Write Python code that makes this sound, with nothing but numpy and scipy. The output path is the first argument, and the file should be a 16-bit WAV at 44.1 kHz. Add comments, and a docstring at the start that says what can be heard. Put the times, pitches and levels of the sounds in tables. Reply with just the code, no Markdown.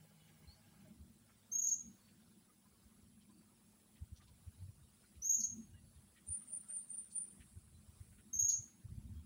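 """Among leafy trees a far machine, banded noise, hums and stops within the first second. Throughout, a
filtered-noise drone swells, wind puffs shake the microphone in short low cycles, leaves hiss and rustle,
insects buzz as pulsed treble noise and distant birds pipe gliding sines. Near 1.5, 5.2 and 8.3 s a small parrot
close by trills a sine with sidebands, then flicks fast downward, and the trees ring; from 6.3 to 7.2 s another
bird gives five higher two-voiced notes. Trunks and foliage smear the birds with decaying noise echoes."""
import sys
import numpy as np
from scipy import signal
from scipy.fft import rfft, irfft, next_fast_len
from scipy.io import wavfile
from scipy.ndimage import uniform_filter1d, map_coordinates

SR = 44100
rng = np.random.default_rng(int(sys.argv[2]) if len(sys.argv) > 2 else 0)


def master(y):
    """Save y as 16-bit WAV."""
    cut = np.clip(np.atleast_2d(y).T, -1, 1)
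    pcm = np.round(cut * 32767)  # scale
    wavfile.write(sys.argv[1], SR, pcm.astype(np.int16))


def makeup_ratio(level_db):
    """Linear amplitude ratio for a level in decibels (20 dB per factor of ten)."""
    decades = np.asarray(level_db, float) / 20
    return 10 ** decades


N = 407925
T = np.arange(N) / SR


def unit(x):
    """Scale to rms 1."""
    return x / np.sqrt(np.mean(x ** 2) + 1e-20)


def along(points, hz):
    """Read (Hz, value) points on a log frequency axis."""
    f, v = np.transpose(points)
    return np.interp(np.log(hz + 1), np.log(f + 1), v)


def curve(points):
    """Read (s, value) points at every sample."""
    s, value = np.transpose(points)
    return np.interp(T, s, value)


def wobble(rate):
    """A smooth random curve, rate knots a second."""
    coarse = T[::8]
    knots = rng.standard_normal(int(N * rate / SR) + 4)
    return np.interp(T, coarse, map_coordinates(knots, [coarse * rate]))


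def noise(gain, patchy_db):
    """Noise of rms 1 coloured by gain(Hz), with patches of random level."""
    hz, _, z = signal.stft(rng.standard_normal(N + 2048), SR, nperseg=2048)
    patches = unit(uniform_filter1d(rng.standard_normal(z.shape), size=15, axis=0))
    coloured = z * gain(hz)[:, None] * makeup_ratio(patchy_db * patches)
    return unit(signal.istft(coloured, SR, nperseg=2048)[1][:N])


def band(centre_hz, width_hz):
    """A bell-shaped band, down to 1/e at width_hz from its centre."""
    return lambda hz: np.exp(-((hz - centre_hz) / width_hz) ** 2)


def swell(t, s, width_ms, steep=2, lean=0):
    """A bump that, without lean, is half as high width / 2 from its centre; lean makes the rise faster."""
    u = 2e3 * (t - s) / width_ms
    return 2. ** -np.abs(u * (1 - lean * np.sign(u))) ** steep


def tone(hz):
    """Running phase of a pitch curve."""
    return 2 * np.pi * np.cumsum(hz) / SR


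# colour of the far drone: pitch_hz, level_db (relative, per Hz)
DRONE_COLOUR = [(53, -33), (90, -5.5), (129, -10.5), (210, 2), (234, -3.5), (286, -14), (327, -7.5),
                (424, -25), (500, -50), (650, -62), (1100, -120)]
# swells of the drone: centre_s, rise_db (scaled separately for body and core), width_ms
DRONE_SWELLS = [(.95, 8.5, 300), (1.54, 5, 150), (1.889, 11, 130), (2.13, 6.5, 130), (3.09, 6.5, 360),
                (5.41, 10.5, 50), (5.588, 16.5, 134), (7.81, 5, 100), (8.32, 9, 100), (9.1, 9.5, 330)]


def drone():
    """Far, low noise whose narrow core near 211 Hz swells more than its broad body."""
    rise_db = sum(db * swell(T, s, width) for s, db, width in DRONE_SWELLS)
    body_db = -74 + 0.63 * rise_db + 2 * wobble(5.4)
    body = makeup_ratio(body_db) * noise(lambda hz: makeup_ratio(along(DRONE_COLOUR, hz)), patchy_db=2.5)
    core = makeup_ratio(-78 + 1.53 * rise_db) * noise(band(211, 30), patchy_db=1.5)
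    return body + core


# low hums: pitch_hz, level_db, fade_start_s, fade_db_per_s
FADING_HUMS = [(103.3, -75, 1, 4), (156, -70, 0.32, 26)]


def hums():
    """Distant sine hums, unsteady in pitch and level, that fade away."""
    out = np.zeros(N)
    for hz, db, fade_s, fade_db in FADING_HUMS:
        level_db = db - fade_db * np.maximum(T - fade_s, 0) + 1.7 * wobble(4.5)
        out += makeup_ratio(level_db) * np.sin(tone(hz + 1.3 * wobble(1.4)))
    return out


# far machine: pitch_hz, width_hz (centre to 1/e), level_db (relative, per Hz)
MACHINE_LINES = [(157.6, 14.4, -3), (825, 33, -19.5), (1630, 55, -25), (2200, 230, -28.5),
                 (3000, 200, -30.5)]


def machine():
    """A distant machine: fuzzy hum lines of narrow-band noise that stop short."""
    off_s, fade_s = 0.95, 0.045
    lines = lambda f: sum(makeup_ratio(db) * band(hz, width)(f) for hz, width, db in MACHINE_LINES)
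    return makeup_ratio(-73.5) * noise(lines, patchy_db=3.5) * np.clip((off_s - T) / fade_s, 0, 1)


# colour of the foliage hiss: pitch_hz, level_db (relative, per Hz)
LEAF_COLOUR = [(240, -13.5), (400, -1), (519, -3.5), (1300, -6.5), (1890, -9.5), (4460, -9), (6850, -11),
               (7510, -9), (8750, -11.5), (10700, -7), (13500, -20.5), (15000, -7.5), (15700, -6)]
# breeze in the foliage: time_s, level_db (before a small random wander)
BREEZE_LEVEL = [(0, -70), (1.2, -71.5), (2.6, -72.5), (5.6, -73), (8.1, -71.5), (9.25, -73)]


def breeze():
    """The breeze in the leaves all round: patchy coloured hiss."""
    hiss = noise(lambda hz: makeup_ratio(along(LEAF_COLOUR, hz)), patchy_db=3.0)
    return makeup_ratio(curve(BREEZE_LEVEL) + wobble(5)) * hiss


def cricket():
    """Wing noise near 9450 Hz, gated 16 times a second in strokes of 64, dropping to 0.3 just before 8 s."""
    chirp = tone(16.0 + .3 * wobble(4.7))
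    gate = np.maximum(np.sin(chirp) + .4 + 0.32 * wobble(6.0), 0) * (1 + 0.38 * np.sin(4 * chirp))
    wing = noise(lambda hz: band(9450, 240)(hz) + 0.13 * band(12400, 350)(hz), patchy_db=-0.3)
    return makeup_ratio(-86.5 + 1.5 * wobble(3.9)) * unit(gate * wing) * np.clip((8 - T) / .3, .3, 1)


def thin_singers():
    """Thin steady insects: a high noise band, and two narrow bands ticking 29 times a second."""
    high = makeup_ratio(-86 + 1.7 * wobble(3.6)) * noise(band(15200, 690), patchy_db=1.0)
    ticking = 1 + 0.18 * np.sin(tone(29 + wobble(1.1)))
    pair = noise(lambda hz: band(8330, 80)(hz) + .7 * band(7650, 80)(hz), patchy_db=1.5)
    return high + makeup_ratio(-87) * ticking * pair


# insect effort: time_s, effort_db (scaled separately for the cicada and the low chorus)
EFFORT = [(0, -16.5), (2.3, -4), (4, -0.5), (5.8, 1), (7.5, 6), (8.2, 3.5), (8.6, 0.5), (9.25, -2.5)]


def cicada_chorus():
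    """A cicada's 116 wing beats a second roughen a steady and a phrased band, over a low insect chorus."""
    effort_db = curve(EFFORT)
    phrase_s, peak_s = .728, 0.16
    singing = np.clip(.6 + .8 * np.cos(2 * np.pi * (T - peak_s) / phrase_s), 0, 1)
    buzz = 1 + 0.14 * np.sin(tone(116 + 4.5 * wobble(5.0)))
    steady = makeup_ratio(-82.5) * noise(band(10330, 600), patchy_db=0.5)
    phrased = makeup_ratio(-81.5) * singing * noise(band(10950, 330), patchy_db=0.5)
    low = makeup_ratio(-83.5 + 1.44 * effort_db + 1.5 * wobble(4)) * noise(band(8870, 1400), patchy_db=-2.0)
    return makeup_ratio(0.62 * effort_db) * buzz * (steady + phrased) + low


# colour of wind rumble at the microphone: pitch_hz, level_db (relative, per Hz)
RUMBLE_COLOUR = [(15, -45), (25, -8.5), (53, 0.5), (86, -2), (113, -3), (157, -5.5), (200, -24.5),
                 (260, -42), (440, -120)]
# gusts at the microphone: time_s, level_db (before a random wander)
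GUST_LEVEL = [(0, -89), (.5, -73), (1.2, -76), (1.6, -82.5), (2.85, -77.5), (3.9, -79.5), (4.2, -68),
              (4.75, -67), (5, -80.5), (5.45, -67), (6.03, -69.5), (6.2, -79), (7.25, -78.5), (7.5, -65.5),
              (8.6, -69), (8.8, -88), (8.9, -51.5), (9.25, -60)]
# puffs on the microphone: centre_s, level_db (before a 3 dB lift), pitch_hz, width_ms (before x 0.66)
WIND_PUFFS = [(.489, -54.5, 81, 42), (1.015, -56.5, 75, 76), (1.864, -64.5, 65, 57), (2.86, -63, 69.5, 45),
              (3.04, -64.5, 70, 35), (4.026, -47, 75, 30), (4.131, -47.5, 74.5, 26), (4.195, -57, 70, 25),
              (4.481, -44.5, 80, 27), (4.628, -49.5, 92.6, 89), (4.695, -51, 99, 30), (4.844, -63, 75, 65),
              (5.189, -57.5, 70, 59), (5.741, -62, 83.4, 62), (5.842, -62, 101, 23), (5.529, -61, 95, 49),
              (5.97, -62, 79, 70), (6.308, -51.5, 87.5, 56), (7.408, -56, 76, 31), (7.574, -50, 86, 40),
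              (7.761, -58, 83, 95), (7.888, -58.5, 87, 44), (8.014, -50, 93, 22), (8.369, -53.5, 77, 31),
              (8.438, -54, 93.5, 49), (8.6, -50.5, 114, 27), (8.854, -49.5, 105, 30),
              (8.924, -48.5, 101, 23), (8.983, -42.5, 96.5, 13), (9.121, -50, 95, 34), (9.187, -49, 76, 77)]


def wind():
    """Puffs push the diaphragm for a few low cycles, stirring broad rumble, over a lumpy rumble."""
    colour = lambda hz: makeup_ratio(along(RUMBLE_COLOUR, hz))
    out, stirred = np.zeros(N), noise(colour, patchy_db=0.0)
    for (s, db, hz, width), turn in zip(WIND_PUFFS, rng.random(len(WIND_PUFFS))):
        at = slice(round((s - .15) * SR), round((s + .15) * SR))
        push = np.sin(2 * np.pi * (hz * (T[at] - s) + turn)) + makeup_ratio(-8.5) * stirred[at]
        out[at] += makeup_ratio(db + 3.0) * swell(T[at], s, 0.66 * width) * push
    return out + makeup_ratio(curve(GUST_LEVEL) + 2.33 * wobble(10)) * noise(colour, patchy_db=1.0)


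# leaf rustles and twig knocks: time_s (peak 7 ms later), level_db (before a 10 dB cut), ring_hz,
# broad_share (of the ring's gain), broad_centre_hz
LEAF_RUSTLES = [(0.28, -64, 1810, .62, 2500), (.839, -67, 1540, .55, 1500), (1.295, -63, 1330, .9, 1690),
                (2.081, -66, 2720, 0.98, 2580), (2.489, -66.5, 1240, 0.12, 1490),
                (2.658, -70, 1025, 0.15, 1200), (3.213, -68.5, 3060, .8, 3400),
                (3.302, -67, 1020, 0.14, 1200), (3.96, -65, 1970, 0.62, 2840), (4.166, -60, 5900, .8, 4100),
                (4.209, -62.5, 1175, 0.24, 1490), (4.222, -64.5, 3550, .95, 3800),
                (4.276, -63, 990, 0.27, 3700), (5.035, -66.5, 1420, 0.51, 1500),
                (5.151, -67.5, 4000, .95, 3000), (5.954, -72, 3700, 0.49, 3300),
                (6.169, -59, 1910, .45, 2300), (6.415, -65.5, 1260, 0.18, 2300),
                (6.698, -62.5, 1496, 0.3, 2200), (7.112, -59, 4430, .6, 6500),
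                (7.407, -59, 1900, .83, 2200), (8.125, -67, 1470, .44, 1990),
                (8.185, -63, 1460, 0.48, 2200), (8.681, -73, 1290, 0.4, 1590)]


def rustles():
    """Each rustle is a grainy puff of noise: a hollow ring and its overtone over a broad band."""
    out, t = np.zeros(N), np.arange(4096) / SR
    f = np.fft.rfftfreq(4096, 1 / SR)
    bell = lambda centre_hz, octaves: np.exp(-(np.log2(f / centre_hz + 1e-9) / octaves) ** 2)
    draws = rng.standard_normal((len(LEAF_RUSTLES), 2, 4096))
    for (s, db, hz, broad, broad_hz), draw in zip(LEAF_RUSTLES, draws):
        grains = draw[0] * makeup_ratio(1.7 * np.repeat(draw[1, ::64], 64))  # a new random level every 64 samples
        colour = bell(hz, 0.066) + 0.27 * bell(1.62 * hz, 0.027) + broad * bell(broad_hz, .8)
        puff = unit(irfft(rfft(grains) * colour))
        out[round((s - .03) * SR):][:4096] += makeup_ratio(db - 10) * swell(t, 0.037, 28.2, lean=0.21) * puff
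    return out


# distant birds: start_s, length_s, from_hz, to_hz, level_db (before flutter)
DISTANT_BIRDS = [(.186, 0.12, 2980, 2900, -72), (.474, 0.074, 4110, 4720, -62.5),
                 (.566, .051, 655, 610, -76), (0.602, 0.24, 1630, 1630, -71.5),
                 (0.196, .05, 3450, 3250, -79), (.849, 0.046, 653, 570, -68),
                 (1.994, 0.15, 4330, 4640, -73), (3.276, 0.22, 4510, 4680, -75),
                 (4.58, 0.092, 4120, 4660, -76), (5.733, .069, 2910, 2740, -74),
                 (5.74, 0.023, 1590, 1710, -72), (5.759, 0.043, 1906, 1970, -78),
                 (5.79, 0.24, 4480, 4440, -79), (6.505, .085, 632, 633, -72),
                 (6.63, 0.061, 1277, 1395, -77), (6.69, .085, 620, 610, -69.5),
                 (7.151, 0.048, 3330, 3250, -80), (7.74, .05, 4000, 3990, -78),
                 (8.24, 0.091, 3760, 3820, -78), (9.14, .085, 3254, 3290, -78)]


def far_birds():
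    """Soft gliding whistles and coos; moving air makes the long ones flutter."""
    out, flutter, jitter = np.zeros(N), wobble(60), wobble(150)
    for s, length, from_hz, to_hz, db in DISTANT_BIRDS:
        u = np.linspace(0, 1, round(length * SR))
        at = slice(round(s * SR), round(s * SR) + len(u))
        hz = (from_hz + (to_hz - from_hz) * u) * (1 + 0.004 * jitter[at])
        depth_db = 22 / (1 + (0.11 / length) ** 4)  # notes beyond 0.11 s flutter most
        shape = np.sin(np.pi * u ** 0.59) ** 0.66
        out[at] += makeup_ratio(db - depth_db * np.abs(flutter[at])) * shape * np.sin(tone(hz))
    return out


# echo decay among the trees: pitch_hz, t60_s
TREE_DECAY = [(3400, 0.15), (3900, 0.13), (4400, 0.23), (5000, 0.19), (6500, 0.33), (9200, 0.32),
              (13000, 0.14)]


def grove(x, gap_ms, near_ms, far_db):
    """Decaying diffuse echoes, weaker after near_ms; moving air renews the tail each half second."""
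    out, step = np.zeros(N + 2 * SR), SR // 2
    blend = np.sin(np.pi * np.arange(2 * step) / (2 * step)) ** 2
    for start in range(0, N, step):
        hz, t, z = signal.stft(rng.standard_normal(SR // 2), SR, nperseg=256)
        fade_db = -60 * t / along(TREE_DECAY, hz)[:, None]
        fade_db = fade_db + far_db / (1 + np.exp((near_ms - 1000 * t) / 4))  # far trunks answer more weakly
        tail = signal.istft(z * makeup_ratio(fade_db), SR, nperseg=256)[1]
        piece = x[start:start + 2 * step]
        wet = signal.fftconvolve(piece * blend[:len(piece)], tail / np.linalg.norm(tail))
        out[start + round(gap_ms * SR / 1000):][:len(wet)] += wet
    return out[:N]


# twitter notes of a second bird: start_s, peak_after_ms, top_pitch_hz, top_level_db, low_level_db (the levels
# before the breath's wander; the top one that of its sharp peak)
TWITTER_NOTES = [(6.266, 57, 9300, -45, -55.5), (6.468, 72, 9274, -44.5, -55),
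                 (6.683, 72, 9210, -45.5, -46.5), (6.888, 68, 9200, -45, -49), (7.121, 56, 9280, -41, -63)]


def twitter():
    """Two thin voices: a low one opens and closes each note, a higher one climbs and swells between, with breath."""
    low_hz, open_ms, after_ms, close_ms = 8970, 33, 96, 21
    out, breath_db, jitter_hz = np.zeros(N), 3.35 * wobble(110), 45 * wobble(200)
    puff = noise(band(7800, 1100), patchy_db=-1)
    for s, peak_ms, hz, db, low_db in TWITTER_NOTES:
        ms, peak_s = 1000 * (T - s), s + peak_ms / 1e3
        onset = np.clip(ms / 3.2, 0, 1)
        low = swell(T, s + open_ms / 1600.0, open_ms) + makeup_ratio(-0.5) * swell(T, s + after_ms / 1e3, close_ms)
        # a sharp peak on a broad shoulder
        top = swell(T, peak_s, 23.3) + makeup_ratio(-5.5) * swell(T, peak_s, 92, lean=-.1)
        climb_hz = hz - 249.8 * np.exp(-np.abs(ms) / 25)
        low_voice = makeup_ratio(low_db) * low * np.sin(tone(low_hz + jitter_hz))
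        top_voice = makeup_ratio(db) * top * np.sin(tone(climb_hz + jitter_hz))
        out += onset * (low_voice + top_voice)
        out += makeup_ratio(-74.5) * swell(T, s, 30, lean=0.31) * puff
    return out * makeup_ratio(breath_db)


# downward flick after each trill: start_s, from_hz, to_hz, length_ms, level_db (before the throat's gain)
CALL_FLICKS = [(1.681, 6030, 3500, 20, -61), (5.402, 6200, 3920, 12, -55.5), (8.489, 6500, 3490, 16, -52.5)]


def flicks():
    """The throat lets go: the pitch drops within 20 ms, loudest where the throat resonates."""
    out, shake = np.zeros(N), wobble(900)
    for s, from_hz, to_hz, ms, db in CALL_FLICKS:
        u = np.linspace(0, 1, round(ms * SR / 1000))
        hz = to_hz + (from_hz - to_hz) * (1 - u) ** 1.42
        phase = tone(hz + 140 * shake[round(s * SR):][:len(u)])
        throat = 0.44 + .6 * band(3550, 130)(hz) + 2.14 * band(4400, 170)(hz) + 3.0 * band(5700, 400)(hz)
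        octave = makeup_ratio(-1) * band(5200, 450)(hz) * np.sin(2 * phase)
        shape = np.abs(np.sin(np.pi * u ** 0.63)) ** 0.54
        out[round(s * SR):][:len(u)] += makeup_ratio(db) * shape * (throat * np.sin(phase) + octave)
    return out


# swells of each near call: the trill, then after the flick its ringing echo from the trees; one list per call:
# centre_s, level_db (before a 2.5 dB lift), pitch_hz (before lift and jitter), width_ms (before x 0.86)
CALL_SWELLS = [
    [(1.53, -40, 6345, 30.7), (1.556, -33.5, 6510, 11), (1.593, -35, 6680, 23), (1.623, -37, 6490, 16),
     (1.644, -35.5, 6531, 20.6), (1.672, -31.5, 6595, 10), (1.689, -38.5, 6574, 21),
     (1.722, -33.5, 6557, 26), (1.742, -37, 6540, 8.5), (1.756, -47.5, 6559, 17)],
    [(5.23, -44.5, 5975, 25), (5.26, -38.5, 6540, 40), (5.302, -29.5, 6506, 23.6), (5.333, -35, 6556, 34),
     (5.353, -35, 6640, 17.5), (5.388, -39.5, 6500, 26), (5.408, -39.5, 6450, 17),
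     (5.445, -34.5, 6473, 24.6)],
    [(8.339, -39.5, 6390, 20), (8.36, -40, 6365, 19), (8.401, -30, 6605, 31), (8.43, -46, 6470, 27.5),
     (8.45, -31, 6555, 10.6), (8.488, -31.5, 6610, 21.4), (8.531, -34.5, 6510, 7.7),
     (8.543, -34, 6500, 6.5), (8.572, -45, 6480, 7.7)],
]


def whistles():
    """A trilled sine; a second membrane some 460 Hz away adds sidebands, the beak an octave, breath a rough skirt."""
    out = np.zeros(N)
    breath = noise(lambda hz: band(0, 400)(hz) + .2 * band(0, 900)(hz), patchy_db=1.5)
    jitter_hz, beat_hz = 35 * wobble(300), 460 + 45 * wobble(120)
    side_start_db, side_awake_db, side_wake_s = -59.5, -46.5, 0.051
    for call, (flick_s, *_) in zip(CALL_SWELLS, CALL_FLICKS):
        s, db, hz, width = np.transpose(call)
        above_mean_db = db - db.mean()
        # the second membrane wakes during the call
        side_db = side_awake_db + (side_start_db - side_awake_db) * np.exp((s[0] - s) / side_wake_s)
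        # the octave fades 3 dB a second, grows less than the level, and is weaker in the echo after the flick
        octave_db = -24 - 3 * (s - s[0]) - .15 * above_mean_db
        octave_db += -9 * (s > flick_s + .025)
        at = slice(round((s[0] - .05) * SR), round((s[-1] + .05) * SR))
        t = T[at]
        shapes = swell(t, s[:, None], 0.86 * width[:, None], steep=4.0, lean=0.29)
        bumps = shapes * makeup_ratio(db + 2.5)[:, None]
        level = bumps.sum(0)
        # the pitch rises through each swell
        rise = np.tanh(3000.0 * (t - s[:, None]) / width[:, None])
        lift_hz = 60 * np.sum(rise * bumps, 0) / (level + 1e-9)
        phase = tone(np.interp(t, s, hz) + lift_hz + jitter_hz[at])
        beat = tone(beat_hz[at])
        sides = np.sin(phase + beat) + makeup_ratio(-3) * np.sin(phase - .9 * beat)
        sides += makeup_ratio(-1.5) * breath[at] * np.sin(phase - 0.34 * beat)
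        rough = np.sin(2 * phase + .8 * beat) + .6 * np.sin(2 * phase - .6 * beat)
        octave = np.sin(2 * phase) + makeup_ratio(-12) * breath[at] * rough
        side_level = makeup_ratio(side_db + 0.51 * above_mean_db) @ shapes
        out[at] += level * np.sin(phase) + side_level * sides + makeup_ratio(octave_db) @ bumps * octave
    return out


def scene():
    """The near bird, the echoes of all the birds, and everything around them."""
    call, flick, notes, far = whistles(), flicks(), twitter(), far_birds()
    sent = makeup_ratio(-4.5) * call + makeup_ratio(2.5) * flick + makeup_ratio(-0.5) * notes + makeup_ratio(-4) * far
    birds = call + flick + notes + far + grove(sent, gap_ms=6, near_ms=39, far_db=-1.5)
    insects = cricket() + thin_singers() + cicada_chorus()
    air = drone() + hums() + machine() + breeze() + wind()
    return (birds + insects + air + rustles())[None]


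def band_limit(x):
    """A steep low-pass at the top of the band."""
    return signal.sosfilt(signal.butter(12, 15840, fs=SR, output="sos"), x)


def record(dry):
    """A small microphone loses the bass below 50 Hz and everything above 15820 Hz."""
    size = next_fast_len(N)
    hz = np.fft.rfftfreq(size, 1 / SR)
    response = (hz < 15820) / np.sqrt(1 + (50 / (hz + 1)) ** 6)
    heard = irfft(rfft(dry, size) * response, size)[:, :N]
    return band_limit(heard)


dry = scene()
out = record(dry)
master(out)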